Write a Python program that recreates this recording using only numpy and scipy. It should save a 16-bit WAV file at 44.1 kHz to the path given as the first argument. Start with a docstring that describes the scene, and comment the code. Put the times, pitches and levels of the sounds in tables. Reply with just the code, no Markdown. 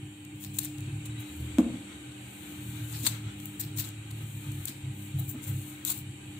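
"""Paper ticks, slides and flicks as hands glue petals into a flower on a cloth-covered table.
Friction makes the swishes and hiss; creases snap as they give way. A plastic glue bottle is stood
down, ringing the modes of the table top, and later scrapes as it is picked up. A fan hums in the
small room, and an engine far outside throbs through the walls as its throttle opens and shuts."""
import sys
import numpy as np
from scipy import signal
from scipy.fft import rfft, irfft, next_fast_len
from scipy.io import wavfile
from scipy.ndimage import uniform_filter1d, map_coordinates

SR = 44100
rng = np.random.default_rng(int(sys.argv[2]) if len(sys.argv) > 2 else 0)


def log_audio(samples):
    """Write samples as a 16-bit WAV file to the path given in sys.argv[1]."""
    # one column per channel
    frames = np.atleast_2d(samples).T
    # limit to full scale, then quantise
    limited = np.clip(frames, -1, 1)
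    pcm = np.round(limited * 32767).astype(np.int16)
    wavfile.write(sys.argv[1], SR, pcm)


N = 281799

SLIP_ATTACK = 0.38  # share of a slip's length spent rising


def paper(swish_db=-3, settle_db=-10.5, settle_s=0.081, tick_t60_s=0.013, snap_low_hz=1800, wet_db=-18):
    """Stick-slip friction and buckling: paper swishes, the landing bottle scuffs and creases snap."""
    # short swishes of paper, and one dull scuff as the bottle lands:
    # start_s, length_s, level_db, tilt_db_per_octave
    swishes = [(0.343, 0.06, -54, 2), (0.396, 0.052, -41, 1.5), (0.53, 0.038, -42, 3),
               (0.567, 0.0086, -36, 1), (0.585, 0.006, -23.5, 2), (0.592, 0.025, -38, 0),
               (0.631, 0.028, -33.5, 1), (1.05, 0.016, -38.5, 0), (1.187, 0.03, -43, 6),
               (1.588, 0.015, -41, -8.5), (2.872, 0.14, -39.5, -1.5), (3.021, 0.041, -30, 2),
               (3.048, 0.028, -22.5, -.5), (3.063, 0.0091, -16.5, -1), (3.594, 0.016, -25.5, 6.5),
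               (3.759, 0.025, -32.5, 2), (3.779, 0.029, -25, 1.5), (3.824, 0.052, -40, -0.5),
               (4.105, 0.0089, -37, -1), (4.667, 0.024, -29.5, 1.5), (5.191, 0.012, -40, 15),
               (5.274, 0.035, -36.5, 9), (5.416, 0.035, -39.5, 5), (5.464, 0.031, -35, 5),
               (5.851, 0.035, -24, 2.5), (5.884, 0.033, -24.5, 0.5), (5.934, 0.051, -37.5, 4)]
    # creases snapping and nails touching: start_s, level_db, tilt_db_per_octave
    ticks = [(0.25, -37, -1), (0.439, -29, -1.5), (0.4475, -28.5, -3), (.5868, -16, -1), (.5898, -14, 0),
             (0.633, -29, 4), (0.648, -26, 4), (0.7835, -35, -1.5), (.8062, -37, 0), (1.5846, -25.5, -7.5),
             (2.927, -31, -3), (3.0665, -21, -8), (3.0686, -23.5, -7), (3.401, -34, -2), (3.457, -30.5, 12),
             (3.774, -27, -1), (3.8893, -30.5, -1), (4.5186, -33, 0), (4.655, -20, 6.5), (4.682, -23.5, 0),
             (5.1878, -41, 12), (5.8503, -16, 3), (5.903, -20, 12), (5.917, -37, 9)]
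    # spectrum of the paper: frequency_hz, left_db, right_db
    spectrum = [(250, -28, -40), (710, -13, -13.5), (1060, -9, -22.5), (1880, -13.5, -17),
                (2620, -20, -5.5), (3420, -5.5, -12), (3950, -3.5, -11.5), (5080, -14, -19.5),
                (5880, -9, -14), (7450, 3.5, -7), (8230, -1.5, 1), (10600, -7.5, -12.5), (11300, -3, -26),
                (12800, -3.5, -25), (14400, 2.5, -25), (14900, -3.5, -21), (15900, 2, -32)]
    t, close = np.arange(SR) / SR, np.zeros((2, N))
    for start, length, db, tilt in swishes:
        push = envelope(t, length, SLIP_ATTACK * length, release=length)
        settle = amp(settle_db) * envelope(t, length, SLIP_ATTACK * length, settle_s)
        gain = amp(db + swish_db) * np.maximum(push, settle)
        fibres = friction(tilt, grain_db=0.3, grains_per_s=810)
        slip = gain * fibres * crinkle(jump_db=4, creases_per_s=260, life_s=0.0013)
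        add(close, start, scattered(slip, share=0.55, spread_s=0.00095))
    # stiff paper radiates little bass when it snaps
    highpass = signal.butter(2, snap_low_hz, 'highpass', fs=SR, output='sos')
    for start, db, tilt in ticks:
        fibres = friction(tilt, grain_db=0.5, grains_per_s=450)
        snap = signal.sosfilt(highpass, decay(t, db, tick_t60_s) * fibres)
        add(close, start, snap * amp([[0], [-5]]))  # the snaps face left
    return coloured(close + amp(wet_db) * reverb(close, channels=2), spectrum)


def rasping():
    """Stick-slip friction: cut edges catch on the paper's grain with a dry midrange crackle."""
    # one petal dragging over another: start_s, length_s, level_db
    rasps = [(0.429, 0.021, -54), (0.599, 0.057, -53), (2.928, 0.04, -48), (3.043, 0.012, -41),
             (3.596, 0.015, -45.5), (3.77, 0.043, -44.5), (4.667, 0.016, -48)]
    # spectrum of the rasp: frequency_hz, left_db, right_db
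    spectrum = [(900, -28, -25), (1700, -13, 3), (2800, -4, -5), (4240, 8, -4), (5200, -6, 2),
                (5700, 1, -3), (7000, -22, -24)]
    t, gain = np.arange(SR) / SR, np.zeros(N)
    for start, length, db in rasps:
        drag = amp(db) * envelope(t, length, SLIP_ATTACK * length, release=0.086)
        add(gain, start, drag * crinkle(jump_db=7, creases_per_s=420, life_s=0.00057))
    return coloured(gain * rng.standard_normal((2, N)), spectrum)


def petal_spring(attack_s=0.0018, click_t60_s=0.0033):
    """Snap-through: a pressed, curved petal pops back with a click and rings briefly in its modes."""
    # the petal springing free: start_s, level_db
    pops = [(3.0665, -21.5)]
    # modes of the petal: pitch_hz, level_db, t60_s
    modes = [(3600, -1.5, 0.069), (4430, 5.5, 0.045), (7700, -18, 0.036), (8950, 4, 0.031),
             (12000, 2, 0.028)]
    t, track = np.arange(SR // 5) / SR, np.zeros((2, N))
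    for start, db in pops:
        ring = sum(decay(t, level, t60) * np.sin(2 * np.pi * (hz * t + rng.random((2, 1))))
                   for hz, level, t60 in modes)
        click = decay(t, -20, click_t60_s) * rng.standard_normal((2, len(t)))
        add(track, start, amp(db) * (ring * (1 - np.exp(-t / attack_s)) + click))
    return track * amp([[0], [-9]])


def sliding(slide_db=3, catch_db=0.9, resting_db=-74, swell_db=4.5):
    """Sliding friction: fingertips hiss and catch on the petals, pressing harder through each stroke."""
    # fingertip strokes: start_s, length_s, end_level_db
    strokes = [(0.475, 0.21, -57), (1.206, .22, -56.5), (2.146, 0.64, -54.5), (2.787, 0.29, -48.5),
               (3.352, 0.12, -54), (4.04, 0.65, -55), (4.91, 0.14, -54.5), (5.15, 0.1, -53),
               (5.386, 0.31, -51), (6.22, .17, -67)]
    # spectrum of skin on paper: frequency_hz, left_db, right_db
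    spectrum = [(1000, -35, -34), (2500, -9.5, -19), (4220, -3.5, -29), (4960, -24, -33), (7170, 2, -4.5),
                (8350, 1, 0), (10400, -4, -9.5), (11900, 0, -47), (15200, 3, -24), (15800, -15, -24)]
    t, gain = np.arange(N) / SR, amp(resting_db)
    for start, length, db in strokes:
        remaining = np.clip(1 - (t - start) / length, 0, 1)
        contact = envelope(t - start, length, attack=0.4 * length, release=0.14)
        gain = gain + amp(db - swell_db * remaining) * contact
    skin = patchy(drift_db=2.0)
    seconds = [crinkle(jump_db=0, creases_per_s=120, life_s=0.0007) for _ in range(N // SR + 1)]
    crackle = np.concatenate(seconds)[:N]
    catching = amp(slide_db + catch_db * (wobble(14) + wobble(60)))
    return gain * catching * coloured(crackle * skin, spectrum)


def knocks(contact_s=0.0004, clunk_db=-22, clunk_t60_s=0.2, wet_db=-16, wide_db=-26):
    """Impact excites damped modes: the bottle's foot clacks, the table rings and the walls reflect it."""
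    # bottle and hands meeting the table: start_s, level_db
    blows = [(1.5842, -10), (3.034, -34), (3.0661, -40), (4.691, -41), (5.345, -31.5)]
    # modes of the table top: pitch_hz, level_db, t60_s
    table_modes = [(188.5, -15.5, 0.41), (240.7, -0.5, 0.11), (276.3, -9, 0.27), (286, -31, 0.23),
                   (310, -4, 0.15), (351, -26, 0.2), (450, -36, 0.27), (523, -21.5, 0.11), (584, -37, 0.21),
                   (713, -34, 0.096), (846, -38, 0.14)]
    # modes of the hollow plastic foot: pitch_hz, level_db, t60_s
    foot_modes = [(564, -6.5, 0.009), (970, -17.5, 0.0094), (1340, -21, 0.0083)]
    # dense, short-lived modes of bottle and table: frequency_hz, level_db
    dense_modes = [(120, -30), (200, 10), (300, -13), (420, 3.5), (700, -5), (950, -14), (1450, -18),
                   (1900, -45), (5000, -39)]
    # reflections from nearby walls: delay_s, level_db
    walls = [(0.0771, -19), (0.111, -19), (0.153, -26)]
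    t, direct = np.arange(SR // 2) / SR, np.zeros(N)
    cushion = 1 - np.exp(-t / contact_s)  # the cloth softens the contact
    # neighbouring modes swing in opposite senses
    ring = sum((-1) ** k * decay(t, db, t60) * np.sin(2 * np.pi * hz * t)
               for k, (hz, db, t60) in enumerate(table_modes))
    clack = sum(decay(t, db, t60) * np.sin(2 * np.pi * hz * t) for hz, db, t60 in foot_modes)
    for start, db in blows:
        noise = coloured(rng.standard_normal(N), dense_modes)[0, :len(t)]
        clunk = decay(t, clunk_db, clunk_t60_s) * noise
        add(direct, start, amp(db) * (ring + clack + clunk) * cushion)
    reflections = lambda hz: sum(amp(db) * np.exp(-2j * np.pi * hz * delay) for delay, db in walls)
    room = amp(wet_db) * reverb(direct, channels=1) + amp(wide_db) * reverb(direct, channels=2)
    return direct + filtered(direct, reflections) + room


def bottle_scrape():
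    """Resonance: as the bottle is gripped its foot drags, and the friction noise sounds its shell."""
    # strength of the drag: time_s, level_db
    drag = [(5.16, -98), (5.19, -47), (5.205, -57), (5.23, -58), (5.28, -90.5)]
    # resonances of the hollow shell: centre_hz, half_width_hz, level_db
    resonances = [(764, 75, -2), (3950, 75, -8)]
    shell = lambda hz: sum(amp(db) / (1 + ((hz - centre) / width) ** 2)
                           for centre, width, db in resonances)
    return amp(curve(drag)) * unit(filtered(rng.standard_normal((2, N)), shell))


def leaning():
    """Forced vibration: the table rumbles dully as a hand comes to rest on it."""
    # the hand's weight bearing down: start_s, length_s, level_db
    leans = [(1.286, 0.38, -45.5)]
    # the table's deep response: frequency_hz, level_db
    spectrum = [(25, -34), (48, -20), (63, -5), (80, 3), (110, -10), (250, -70)]
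    t = np.arange(N) / SR
    gain = sum(amp(db) * envelope(t - start, length, attack=0.048, release=0.099)
               for start, length, db in leans)
    return gain * coloured(rng.standard_normal(N), spectrum)


def brushing(uneven_db=4.0):
    """Friction noise: a soft rush swells as the arms move over the cloth."""
    # strength of the brushing: time_s, level_db
    movement = [(0, -80), (.45, -78), (.85, -63), (1.4, -54.5), (1.95, -60.5), (2.4, -56), (2.95, -55),
                (3.5, -55), (4.25, -66.5), (4.6, -54), (5.1, -64), (5.55, -55.5), (6.15, -66),
                (6.39, -56.5)]
    # spectrum of rubbed cloth: frequency_hz, left_db, right_db
    spectrum = [(400, -20, -6), (880, -0.5, -3), (1500, 2, -1.5), (2700, -0.5, 1), (4000, 3, -10),
                (4480, -0.5, -8), (4770, -23.5, -22), (6240, -7, -5), (7950, -10, -16), (11000, -32, -33)]
    rush = scattered(patchy(drift_db=2.5), share=0.8, spread_s=0.008)
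    return amp(curve(movement) + uneven_db * wobble(14)) * coloured(rush, spectrum)


def squeak(pitch_hz=3868, waver_hz=14):
    """Periodic stick-slip: skin on the smooth cloth gives one thin, wavering tone."""
    # strength of the squeak as the hand moves in: time_s, level_db
    levels = [(1.07, -85), (1.11, -54), (1.15, -68), (1.18, -52), (1.24, -62), (1.3, -56.5), (1.34, -69),
              (1.55, -78)]
    phase = 2 * np.pi * np.cumsum(pitch_hz + waver_hz * wobble(70)) / SR
    return amp(curve(levels)) * np.sqrt(2) * np.sin(phase) * amp([[2], [-8]])


def engine(tone_db=-1, rough_db=-8, unsteady_db=1, falter_db=2.0):
    """Transmission loss: walls pass only the low exhaust harmonics and boom of a revving engine."""
    # engine speed: time_s, firing_rate_hz
    speed = [(0, 35), (.85, 33.5), (1, 37), (1.4, 40), (2.2, 41), (2.9, 38.5), (3.5, 36), (3.8, 35.5),
             (4.2, 37), (4.55, 34), (6.39, 33)]
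    # the engine between revs: time_s, level_db
    idle = [(0, -55), (.3, -52), (.6, -44.5), (1.6, -58), (1.9, -67), (2.45, -76), (2.6, -43), (3, -45),
            (5.4, -45.5), (5.8, -52.5), (6.39, -42)]
    # throttle openings: start_s, length_s, level_db
    throttle = [(0.016, 0.022, -40.5), (0.323, 0.024, -40.5), (0.447, 0.05, -42), (0.773, 0.38, -36),
                (1.39, 0.083, -37.5), (1.687, 0.049, -40), (2.044, 0.23, -46.5), (2.675, 0.15, -35.5),
                (2.92, 0.34, -36.5), (3.648, 0.17, -36.5), (4.04, 0.325, -37), (4.452, 0.14, -34),
                (4.818, 0.14, -37.5), (5.135, 0.1, -29.5), (5.465, 0.11, -34), (5.953, 0.23, -42.5)]
    # spectrum that passes the walls: frequency_hz, level_db
    spectrum = [(22, -40), (48, -2), (66, -13), (80, -2), (101, 8), (114, 11.5), (124, 8.5), (135, 9),
                (152, 2), (170, -7.5), (300, -58)]
    t, firing_hz = np.arange(N) / SR, curve(speed)
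    firings = np.cumsum(firing_hz) / SR
    revs = [amp(db) * envelope(t - start, length, attack=0.018, release=0.13)
            for start, length, db in throttle]
    falter = amp(falter_db * (1 - 3.65 * np.tanh(wobble(15) ** 2)))  # brief random dips in level
    effort = np.max(revs + [amp(curve(idle))], axis=0) * falter
    harmonics = 0
    for k in range(2, 6):
        gain = amp(along(spectrum, k * firing_hz)[0] + unsteady_db * wobble(10))
        harmonics += gain * np.sin(2 * np.pi * (k * firings + rng.random()))
    boom = coloured(rng.standard_normal(N), spectrum)
    return effort * (amp(tone_db) * unit(harmonics) + amp(rough_db) * boom)


def fan_and_background(hiss_db=-51, rumble_db=-52, wide_db=-16, waver_db=3.5):
    """Motor vibration: the fan's wavering mains hum, over an uneven background rumble and a soft hiss."""
    # partials of the motor: pitch_hz, level_db
    partials = [(100, -62.5), (199.5, -56.5), (300, -49.5)]
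    # the room's low murmur: frequency_hz, level_db
    rumble_spectrum = [(20, -29), (45, -32), (75, -2), (130, -1.5), (220, -6.5), (320, -1), (400, -12.5),
                       (520, -31.5), (900, -62)]
    # steady background hiss, with a deep gap near 5 kHz: frequency_hz, left_db, right_db
    hiss_spectrum = [(120, -12, -12), (332, 0, 5.5), (560, -2, -4.5), (690, -3, -1.5), (890, -5, -1.5),
                     (970, -3, -5.5), (2190, -2.5, -1), (2380, 1.5, 4.5), (2980, -1, 2.5), (3380, -6, -5.5),
                     (3780, -0.5, -19), (4736, -4, -9.5), (4900, -54, -57), (5590, -15, -10),
                     (6090, -16.5, -32), (7320, 5.5, -9), (8370, 0, 0.5), (9400, -6, -15),
                     (10500, -10.5, -28), (15400, -18, -35)]
    # the background rumble and hiss slowly rising and falling: time_s, level_db
    background_level = [(0, -2.5), (.42, -3), (.85, 0.7), (1.9, 1), (3.3, -0.5), (4, -0.3), (5.6, -1),
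                        (6.39, -1)]
    t = np.arange(N) / SR
    hum = sum(np.sqrt(2) * amp(db + waver_db * wobble(6))
              * np.sin(2 * np.pi * hz * t + 0.04 * wobble(7.3)) for hz, db in partials)
    murmur = rng.standard_normal(N) + amp(wide_db) * rng.standard_normal((2, N))
    rumble = coloured(murmur, rumble_spectrum) * amp(rumble_db + 1.5 * wobble(9))
    noise = scattered(patchy(drift_db=1.8), share=0.8, spread_s=0.012)
    hiss = amp(hiss_db) * coloured(noise, hiss_spectrum)
    return hum + amp(curve(background_level)) * (rumble + hiss)


def fan_whine():
    """Narrowband noise is heard as pitch: the fan's hollow note and faint, fluttering whine."""
    # Gaussian bands of noise: centre_hz, width_hz, level_db
    bands = [(800, 45, -69), (3280, 9, -68)]
    whine = np.zeros((2, N))
    for centre, width, db in bands:
        band = lambda hz: np.exp(-0.5 * ((hz - centre) / width) ** 2)
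        whine += amp(db) * unit(filtered(rng.standard_normal((2, N)), band))
    return whine * amp([[-2], [2]])


def reverb(x, channels, build_s=0.049):
    """Reverberation: a diffuse tail builds up, then is absorbed fastest in the treble."""
    # the room's decay times: frequency_hz, t60_s
    decay_times = [(150, 0.26), (300, 0.45), (1000, 0.39), (4000, 0.35), (12000, 0.04)]
    hz, t, bands = signal.stft(rng.standard_normal((channels, SR // 2)), SR, nperseg=256)
    bands = bands * decay(t, 0, along(decay_times, hz).T) * (1 - np.exp(-t / build_s))
    tail = signal.istft(bands, SR, nperseg=256)[1]
    return signal.fftconvolve(np.atleast_2d(x), tail / np.linalg.norm(tail[0]), axes=1)[:, :N]


def scattered(x, share, spread_s):
    """Interference: weak copies from close surfaces ripple the spectrum, differently left and right."""
    t = np.arange(SR // 30) / SR
    copies = rng.standard_normal((2, len(t))) * np.exp(-t / spread_s)
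    copies *= share / np.linalg.norm(copies, axis=1, keepdims=True)
    copies[:, 0] = 1  # the direct path
    return signal.fftconvolve(x, copies, axes=1)[:, :x.shape[1]] / np.hypot(1, share)


def friction(tilt, grain_db, grains_per_s):
    """Stick-slip of fibres: a second of grainy noise, tilted in dB per octave."""
    hz = np.fft.rfftfreq(SR, 1 / SR)
    octaves = np.log2(np.maximum(hz, 700) / 8000)
    noise = irfft(rfft(rng.standard_normal((2, SR))) * amp(tilt * octaves), SR)
    grains = map_coordinates(rng.standard_normal(SR // 8), [np.arange(SR) * grains_per_s / SR], order=1)
    return noise * unit(amp(grain_db * grains))


def crinkle(jump_db, creases_per_s, life_s):
    """Random buckling: a second of gain that jumps and relaxes each time a tiny crease gives way."""
    creases = (rng.random(SR) < creases_per_s / SR) * rng.uniform(0.3, 1, SR)
    jumps = signal.lfilter([1], [1, -np.exp(-1 / (life_s * SR))], creases)
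    return unit(1 + amp(jump_db) * jumps)


def patchy(drift_db):
    """Random modulation: stereo noise whose bands drift separately in level."""
    bands = signal.stft(rng.standard_normal((2, N)), nperseg=1024)[2]
    drift = uniform_filter1d(rng.standard_normal(bands.shape[1:]), size=3, axis=0)  # across frequency
    drift = uniform_filter1d(drift, size=9, axis=1)  # across time
    return unit(signal.istft(bands * amp(drift_db * unit(drift)))[1][:, :N])


def envelope(t, length, attack, release):
    """Gain that rises from t = 0, holds until length, then falls 20 dB per release; all in seconds."""
    return np.clip(t / attack, 0, 1) * amp(-20 * np.maximum(0, t - length) / release)


def decay(t, db, t60):
    """Exponential damping: gain that starts at db and falls 60 dB in t60 seconds."""
    return amp(db - 60 * t / t60)


def amp(db):
    """Decibels to gain."""
    return 10 ** (np.asarray(db) / 20)


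def unit(x):
    """Scale to rms 1."""
    return x / np.sqrt(np.mean(x ** 2) + 1e-20)


def along(points, hz):
    """Interpolate each column of a table on a log frequency axis."""
    knots_hz, *columns = np.transpose(points)
    return np.array([np.interp(np.log(hz + 1), np.log(knots_hz), column) for column in columns])


def curve(rows):
    """Interpolate (time_s, value) rows at every sample."""
    return np.interp(np.arange(N) / SR, *np.transpose(rows))


def wobble(rate):
    """A smooth random curve, rate knots a second."""
    return map_coordinates(rng.standard_normal(int(N * rate / SR) + 4), [np.arange(N) * rate / SR])


def filtered(x, response):
    """Multiply the spectrum of x by a frequency response."""
    size = next_fast_len(N + SR // 2)
    return irfft(rfft(x, size) * response(np.fft.rfftfreq(size, 1 / SR)), size)[..., :N]


def coloured(x, spectrum):
    """Shape a white sound, keeping its power."""
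    return filtered(x, lambda hz: unit(amp(along(spectrum, hz))))


def add(track, start_s, sound):
    """Mix a sound in at start_s."""
    part = track[..., round(start_s * SR):][..., :sound.shape[-1]]
    part += sound[..., :part.shape[-1]]


def scene():
    """Superposition: the handwork adds to the engine, the fan and the background."""
    petals = paper() + rasping() + petal_spring() + sliding()
    table = brushing() + squeak() + bottle_scrape() + knocks() + leaning()
    return petals + table + engine() + fan_and_background() + fan_whine()


def record(dry, top_hz=15600):
    """Band limiting: an ideal low-pass filter removes everything above top_hz."""
    return filtered(dry, lambda hz: hz < top_hz)


dry = scene()
out = record(dry)
log_audio(out)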